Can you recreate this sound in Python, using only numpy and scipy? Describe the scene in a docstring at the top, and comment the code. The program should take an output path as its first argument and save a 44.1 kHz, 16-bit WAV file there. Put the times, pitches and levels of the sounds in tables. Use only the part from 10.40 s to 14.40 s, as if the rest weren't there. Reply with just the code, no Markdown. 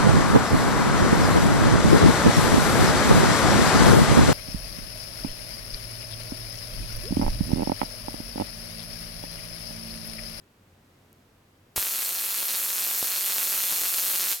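"""A small room, a stereo microphone near a high-voltage coil lying on the carpet. At first there is only
quiet air, a low hum and one tiny tick. At 1.36 s, with another tick and dull pops, an arc strikes to a
nearby probe: about 200 sparks a second at an uneven pace, each a bright snap at the electrode plus a
crack from its crooked channel. Nearby objects and the walls answer, the gain control turns down, and a
few more pops fall among the sparks. The arc stops at 3.94 s."""
import sys
import numpy as np
from scipy import signal
from scipy.fft import rfft, irfft, next_fast_len
from scipy.io import wavfile
from scipy.ndimage import uniform_filter1d, minimum_filter1d, map_coordinates

SR = 44100
rng = np.random.default_rng(int(sys.argv[2]) if len(sys.argv) > 2 else 0)


def wrap_up_sound(samples):
    """Save the sound to the file named by the first command line argument, as 16-bit audio."""
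    columns = np.atleast_2d(samples).T
    # keep every value between -1 and 1, then stretch to whole-number steps
    tamed = np.clip(columns, -1, 1)
    steps = np.round(tamed * 32767).astype(np.int16)
    wavfile.write(sys.argv[1], SR, steps)


N = 176400

ARC_ON_S, ARC_OFF_S, ARC_GAIN_DB = 1.3619, 3.9365, 12.5
FULL_GAP_S, FULL_JITTER_S = .00535, .00032  # wait for a full recharge, at 0 dB drive
EARLY_GAP_S, EARLY_JITTER_S = .0041, .00042  # wait when the air breaks down early
EARLY_AFTER_FULL, EARLY_AFTER_EARLY = .36, .17  # chances of an early spark
GAP_S_PER_DB = .00009  # a stronger spark needs a longer recharge
SNAP_DB, SNAP_SCATTER_DB = -2, 0.5
FORK_DB, FORK_SPREAD_S = -8, 0.000301  # side branches at the electrode
CRACK_DB, CRACK_FACING_DB, CRACK_WANDER_DB, CRACK_DB_PER_DRIVE_DB = -11, 5, 0.37, 1.37
KINK_DB, CHANNEL_SPREAD_S = -17, 0.0002612  # bends along the channel arrive at scattered times
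ALL_ROUND_DB = -12  # the crack as the room gets it, whichever way the channel faces
HARD_LIFT_DB, POP_LIFT_DB = 13, 9.5
PATH_CHANGES_PER_S, ROOM_RISE_S = 70, 0.0034
AIR_DB, HUM_WAVER_DB = -60, 1.5
THRESHOLD_DB, DEEPEST_CUT_DB, HOLD_S, TOP_HZ = -40, 14, .2, 16550  # the recorder

# strength of the arc: time_s, level_db
ARC_DRIVE = [(1.36, 3), (1.41, -1), (1.46, -1.5), (1.7, -1.9), (2.1, -0.64), (2.55, -0.57), (3.0, 0.8),
             (3.5, 1), (3.93, 1.2)]
# colour of the snap at the electrode: frequency_hz, gain_db
SNAP_COLOUR = [(60, -60), (200, -35.5), (700, -27.5), (2000, -20), (5000, -11.5), (8000, -5.5),
               (10500, -4.5), (11600, 0.7), (12500, 0.9), (13700, -1.5), (15000, -4), (16500, -9.5)]
# colour of the crack from the channel: frequency_hz, gain_db
CRACK_COLOUR = [(40, -20), (120, -9.5), (220, -9.5), (450, -4), (700, -4.5), (1300, -1), (2000, 0.5),
                (3000, 2.04), (4500, 0.96), (6500, 0), (9000, -4.5), (12000, -9), (16000, -8)]
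# single cracks, mostly the hardest, before HARD_LIFT_DB: start_s, level_db
HARD_CRACKS = [(1.365, -16.5), (1.427, -13), (1.469, -16), (1.538, -18), (1.59, -19), (1.629, -17),
               (1.793, -25), (1.84, -18), (1.909, -19), (1.944, -18), (1.973, -21), (2.029, -17),
               (2.305, -16), (2.33, -18), (2.359, -18), (2.382, -15), (2.469, -18), (2.513, -17),
               (2.983, -13), (3.129, -16), (3.178, -16), (3.238, -14.5), (3.296, -17.5), (3.418, -13.5),
               (3.436, -15), (3.545, -16.5), (3.686, -33), (3.717, -19.5), (3.871, -15), (3.916, -14.5)]
# dull pops and the thumps under them, before POP_LIFT_DB: start_s, pop_db, thump_db
DULL_POPS = [(1.3617, -9.5, -13), (1.3786, 1.5, 2.5), (2.6276, -1, -16), (3.323, -8, -22),
             (3.738, -23, -28)]
# colour of a pop: frequency_hz, gain_db
POP_COLOUR = [(20, -12), (130, -6.5), (300, -2.5), (800, -2), (1400, -6.5), (2500, -27), (6000, -50)]
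# colour of a thump: frequency_hz, gain_db
THUMP_COLOUR = [(20, -5), (45, -5), (70, 2.5), (130, -2.5), (300, -14), (1500, -66)]
# ticks before the arc: start_s, level_db
DRY_TICKS = [(0.7297, -27.5), (1.3587, -8)]
# reflections off the coil, the box and the walls: delay_s, level_db
NEAR_ECHOES = [(.00019, -14.5), (.00043, -17.5), (.00075, -11), (.00122, -23), (.00366, -8), (.0074, -26),
               (0.0109, -14), (0.0144, -6)]
# resonances around the coil: pitch_hz, width_hz, level_db
COIL_RESONANCES = [(716, 42, 3.5), (1260, 140, -6), (2700, 200, -13), (3490, 170, -1), (4180, 86, 4),
                   (4334, 84, -1.5), (7060, 480, -14), (8280, 120, -8), (9900, 170, -5), (13700, 200, -8)]
# time the room takes to die away by 60 dB: frequency_hz, decay_s
ROOM_DECAY = [(150, 0.26), (800, 0.36), (2000, 0.34), (5500, 0.4), (14000, 0.26)]
# colour of the room's tail: frequency_hz, gain_db
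ROOM_COLOUR = [(100, -3.5), (500, 1.5), (1500, 0), (4000, -2), (9000, 2), (14000, 1.5)]
# stereo image of the tail: frequency_hz, left_right_likeness
ROOM_LIKENESS = [(100, 0.27), (500, -0.2), (1200, -0.13), (3000, 0.57), (10500, 0.62), (12000, 1)]
# colour of the quiet room air: frequency_hz, gain_db
AIR_COLOUR = [(20, -18), (45, -9), (65, -8), (80, -7), (95, -2), (115, -6), (140, -6.5), (210, -6.5),
              (290, -9), (420, -11.5), (750, -15.5), (1500, -19), (2800, -23.5), (5500, -29), (10000, -34),
              (13000, -33), (16000, -37)]
# stereo image of the air: frequency_hz, left_right_likeness
AIR_LIKENESS = [(60, 0.99), (240, 0.99), (950, 0.21), (3770, 0.058), (15000, 0.94)]
# low hum of the room: pitch_hz, level_db
HUM_TONES = [(94.4, -68.5), (138.4, -74)]


def arc(branches=4):
    """Each spark snaps at the electrode; its channel cracks loudest when broadside to the microphone."""
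    times = spark_times()
    snap_scatter, facing, path = rng.standard_normal((3, len(times)))
    kink_at, kink_size, fork_at, fork_size = rng.standard_normal((4, len(times), branches))
    drive_db = np.interp(times, *np.transpose(ARC_DRIVE))
    wander = np.interp(times, np.arange(N) / SR, wobble(24))
    crack_db = CRACK_DB + CRACK_DB_PER_DRIVE_DB * drive_db
    crack_db += CRACK_FACING_DB * np.minimum(facing, 1) + CRACK_WANDER_DB * wander
    hard_s, hard_db = np.transpose(HARD_CRACKS)
    nearest = np.argmin(abs(times[:, None] - hard_s), axis=0)
    crack_db[nearest] = hard_db + HARD_LIFT_DB
    # bend the pace so that a spark lands on each hard crack
    times = times + np.interp(times, [ARC_ON_S, *times[nearest]], [0, *(hard_s - times[nearest])])
    live = times < ARC_OFF_S
    strength = live * amp(drive_db)
    snap_gain = strength * amp(SNAP_DB + SNAP_SCATTER_DB * snap_scatter)
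    fork_times = times[:, None] + FORK_SPREAD_S * abs(fork_at)
    forks = pulses(fork_times, snap_gain[:, None] * amp(FORK_DB) * fork_size / 2)
    kink_times = times[:, None] + CHANNEL_SPREAD_S * kink_at
    kinks = pulses(kink_times, strength[:, None] * amp(KINK_DB) * kink_size / 2)
    snap = pulses(times, snap_gain) + forks
    crack = pulses(times + CHANNEL_SPREAD_S * path / 4, live * amp(crack_db)) + kinks
    all_round = pulses(times + CHANNEL_SPREAD_S * path, strength * amp(ALL_ROUND_DB)) + kinks
    return coloured(snap, SNAP_COLOUR), coloured(crack, CRACK_COLOUR), coloured(all_round, CRACK_COLOUR)


def spark_times(count=700):
    """The coil recharges between sparks; now and then the air gives way early."""
    chance, jitter = rng.random(count), rng.standard_normal(count)
    early = np.zeros(count, bool)
    for k in range(1, count):
        early[k] = chance[k] < (EARLY_AFTER_EARLY if early[k - 1] else EARLY_AFTER_FULL)
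    gaps = np.where(early, EARLY_GAP_S + EARLY_JITTER_S * jitter, FULL_GAP_S + FULL_JITTER_S * jitter)
    gaps += GAP_S_PER_DB * np.interp(ARC_ON_S + np.cumsum(gaps), *np.transpose(ARC_DRIVE))
    return ARC_ON_S + np.cumsum(gaps) - gaps[0]


def pops():
    """A few dull pops, dry and close to the microphone, each over a deep thump."""
    start_s, pop_db, thump_db = np.transpose(DULL_POPS)
    pop = coloured(pulses(start_s, amp(pop_db + POP_LIFT_DB)), POP_COLOUR)
    thump = coloured(pulses(start_s, amp(thump_db + POP_LIFT_DB)), THUMP_COLOUR)
    return pop + thump


def ticks():
    """Tiny dry ticks before the arc strikes, as bright as its snap."""
    start_s, level_db = np.transpose(DRY_TICKS)
    return coloured(pulses(start_s, amp(level_db)), SNAP_COLOUR)


def near_echoes(x, echo_db):
    """Hard surfaces close by return sharp copies just behind the direct sound."""
    return filtered(x, lambda hz: 1 + sum(
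        amp(db + echo_db) * np.exp(-2j * np.pi * hz * delay_s) for delay_s, db in NEAR_ECHOES))


def coil_resonances(x):
    """Resonances around the coil lift a few narrow bands."""
    return filtered(x, lambda hz: 1 + sum(
        amp(db) * 1j * hz * width / (pitch ** 2 - hz ** 2 + 1j * hz * width)
        for pitch, width, db in COIL_RESONANCES))


def shifting_room(x, tails=3):
    """The arc keeps changing its path, so the room's answer shifts between a few tails."""
    shares = np.array([wobble(PATH_CHANGES_PER_S) for _ in range(tails)]) ** 2
    shares /= np.linalg.norm(shares, axis=0) + 1e-9
    return sum(room_tail(x * share) for share in shares)


def room_tail(x):
    """The small room's short diffuse tail; each frequency dies at its own speed."""
    hz, t, noise = signal.stft(rng.standard_normal((2, SR // 2)), SR, nperseg=256)
    decay = amp(-60 * t / curve_at(ROOM_DECAY, hz)[:, None])
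    tail = signal.istft(noise * decay, SR, nperseg=256)[1]
    tail *= 1 - np.exp(-np.arange(tail.shape[1]) / SR / ROOM_RISE_S)
    wet = signal.fftconvolve(x[None], tail / np.linalg.norm(tail[0]), axes=1)[:, :N]
    return stereo(wet, ROOM_COLOUR, ROOM_LIKENESS)


def room_tone():
    """Quiet air around the microphone, with a wavering low hum in the centre."""
    t = np.arange(N) / SR
    air = stereo(rng.standard_normal((2, N)), AIR_COLOUR, AIR_LIKENESS)
    air /= np.sqrt(np.mean(air ** 2))
    hum = np.zeros(N)
    for pitch_hz, level_db in HUM_TONES:
        peak = np.sqrt(2) * amp(level_db + HUM_WAVER_DB * wobble(8.06))
        hum += peak * np.sin(2 * np.pi * pitch_hz * t + 1.2 * wobble(4.4))
    return air * amp(AIR_DB + 0.35 * wobble(2.9)) + hum


def amp(db):
    """Decibels as an amplitude factor."""
    return 10 ** (np.asarray(db) / 20)


def curve_at(points, hz):
    """Read (frequency_hz, value) points along a log frequency axis."""
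    point_hz, values = np.transpose(points)
    return np.interp(np.log(hz + 1), np.log(point_hz + 1), values)


def wobble(rate):
    """A smooth random curve, rate knots a second."""
    return map_coordinates(rng.standard_normal(int(N * rate / SR) + 4), [np.arange(N) * rate / SR])


def filtered(x, response):
    """Multiply the spectrum of x by response(hz)."""
    size = next_fast_len(N + SR // 2)
    return irfft(rfft(x, size) * response(np.fft.rfftfreq(size, 1 / SR)), size)[..., :N]


def coloured(x, colour, size=8192):
    """A minimum-phase filter: nothing sounds ahead of a click."""
    cepstrum = irfft(np.log(amp(curve_at(colour, np.fft.rfftfreq(size, 1 / SR)))))
    cepstrum[1:size // 2] *= 2
    cepstrum[size // 2 + 1:] = 0
    impulse_response = irfft(np.exp(rfft(cepstrum)))[:size // 2]
    return signal.fftconvolve(x, impulse_response)[:N]


def pulses(times, gains, half_width=8):
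    """Impulses placed between the samples as windowed sincs."""
    centres = np.ravel(times)[:, None] * SR
    taps = np.floor(centres).astype(int) + np.arange(1 - half_width, half_width + 1)
    weights = np.sinc(taps - centres) * np.sinc((taps - centres) / half_width) * np.ravel(gains)[:, None]
    return np.bincount(np.clip(taps, 0, N).ravel(), weights.ravel(), N + 1)[:N]


def stereo(pair, colour, likeness):
    """Two unrelated signals, coloured and mixed as mid and side to a left-right likeness."""
    def mid_side_gains(hz):
        angle = np.arccos(np.clip(curve_at(likeness, hz), -1, 1)) / 2
        return amp(curve_at(colour, hz)) * [np.cos(angle), np.sin(angle)]
    mid, side = filtered(pair, mid_side_gains)
    return np.array([mid + side, mid - side])


def scene():
    """What reaches the microphone: the arc with its echoes and tail, pops, ticks and room tone."""
    snap, crack, all_round = arc()
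    sparks = coil_resonances(near_echoes(snap, echo_db=0) + shifting_room(snap + all_round))
    sparks += near_echoes(crack, echo_db=-10)  # the crack echoes more faintly than the snap
    return amp(ARC_GAIN_DB) * (sparks + pops()) + ticks() + room_tone()


def record(dry):
    """The recorder's gain control turns down while the arc burns; nothing passes above TOP_HZ."""
    power = uniform_filter1d(np.mean(dry ** 2, axis=0), size=64)
    level = np.sqrt(abs(power)) + 1e-9
    needed_gain = np.clip(amp(THRESHOLD_DB) / level, amp(-DEEPEST_CUT_DB), 1)
    half_hold = int(HOLD_S * SR / 2)
    held_gain = minimum_filter1d(needed_gain, 2 * half_hold + 1, origin=half_hold)
    gain = uniform_filter1d(held_gain, size=32)
    return filtered(dry * gain, lambda hz: hz < TOP_HZ)


dry = scene()
out = record(dry)
wrap_up_sound(out)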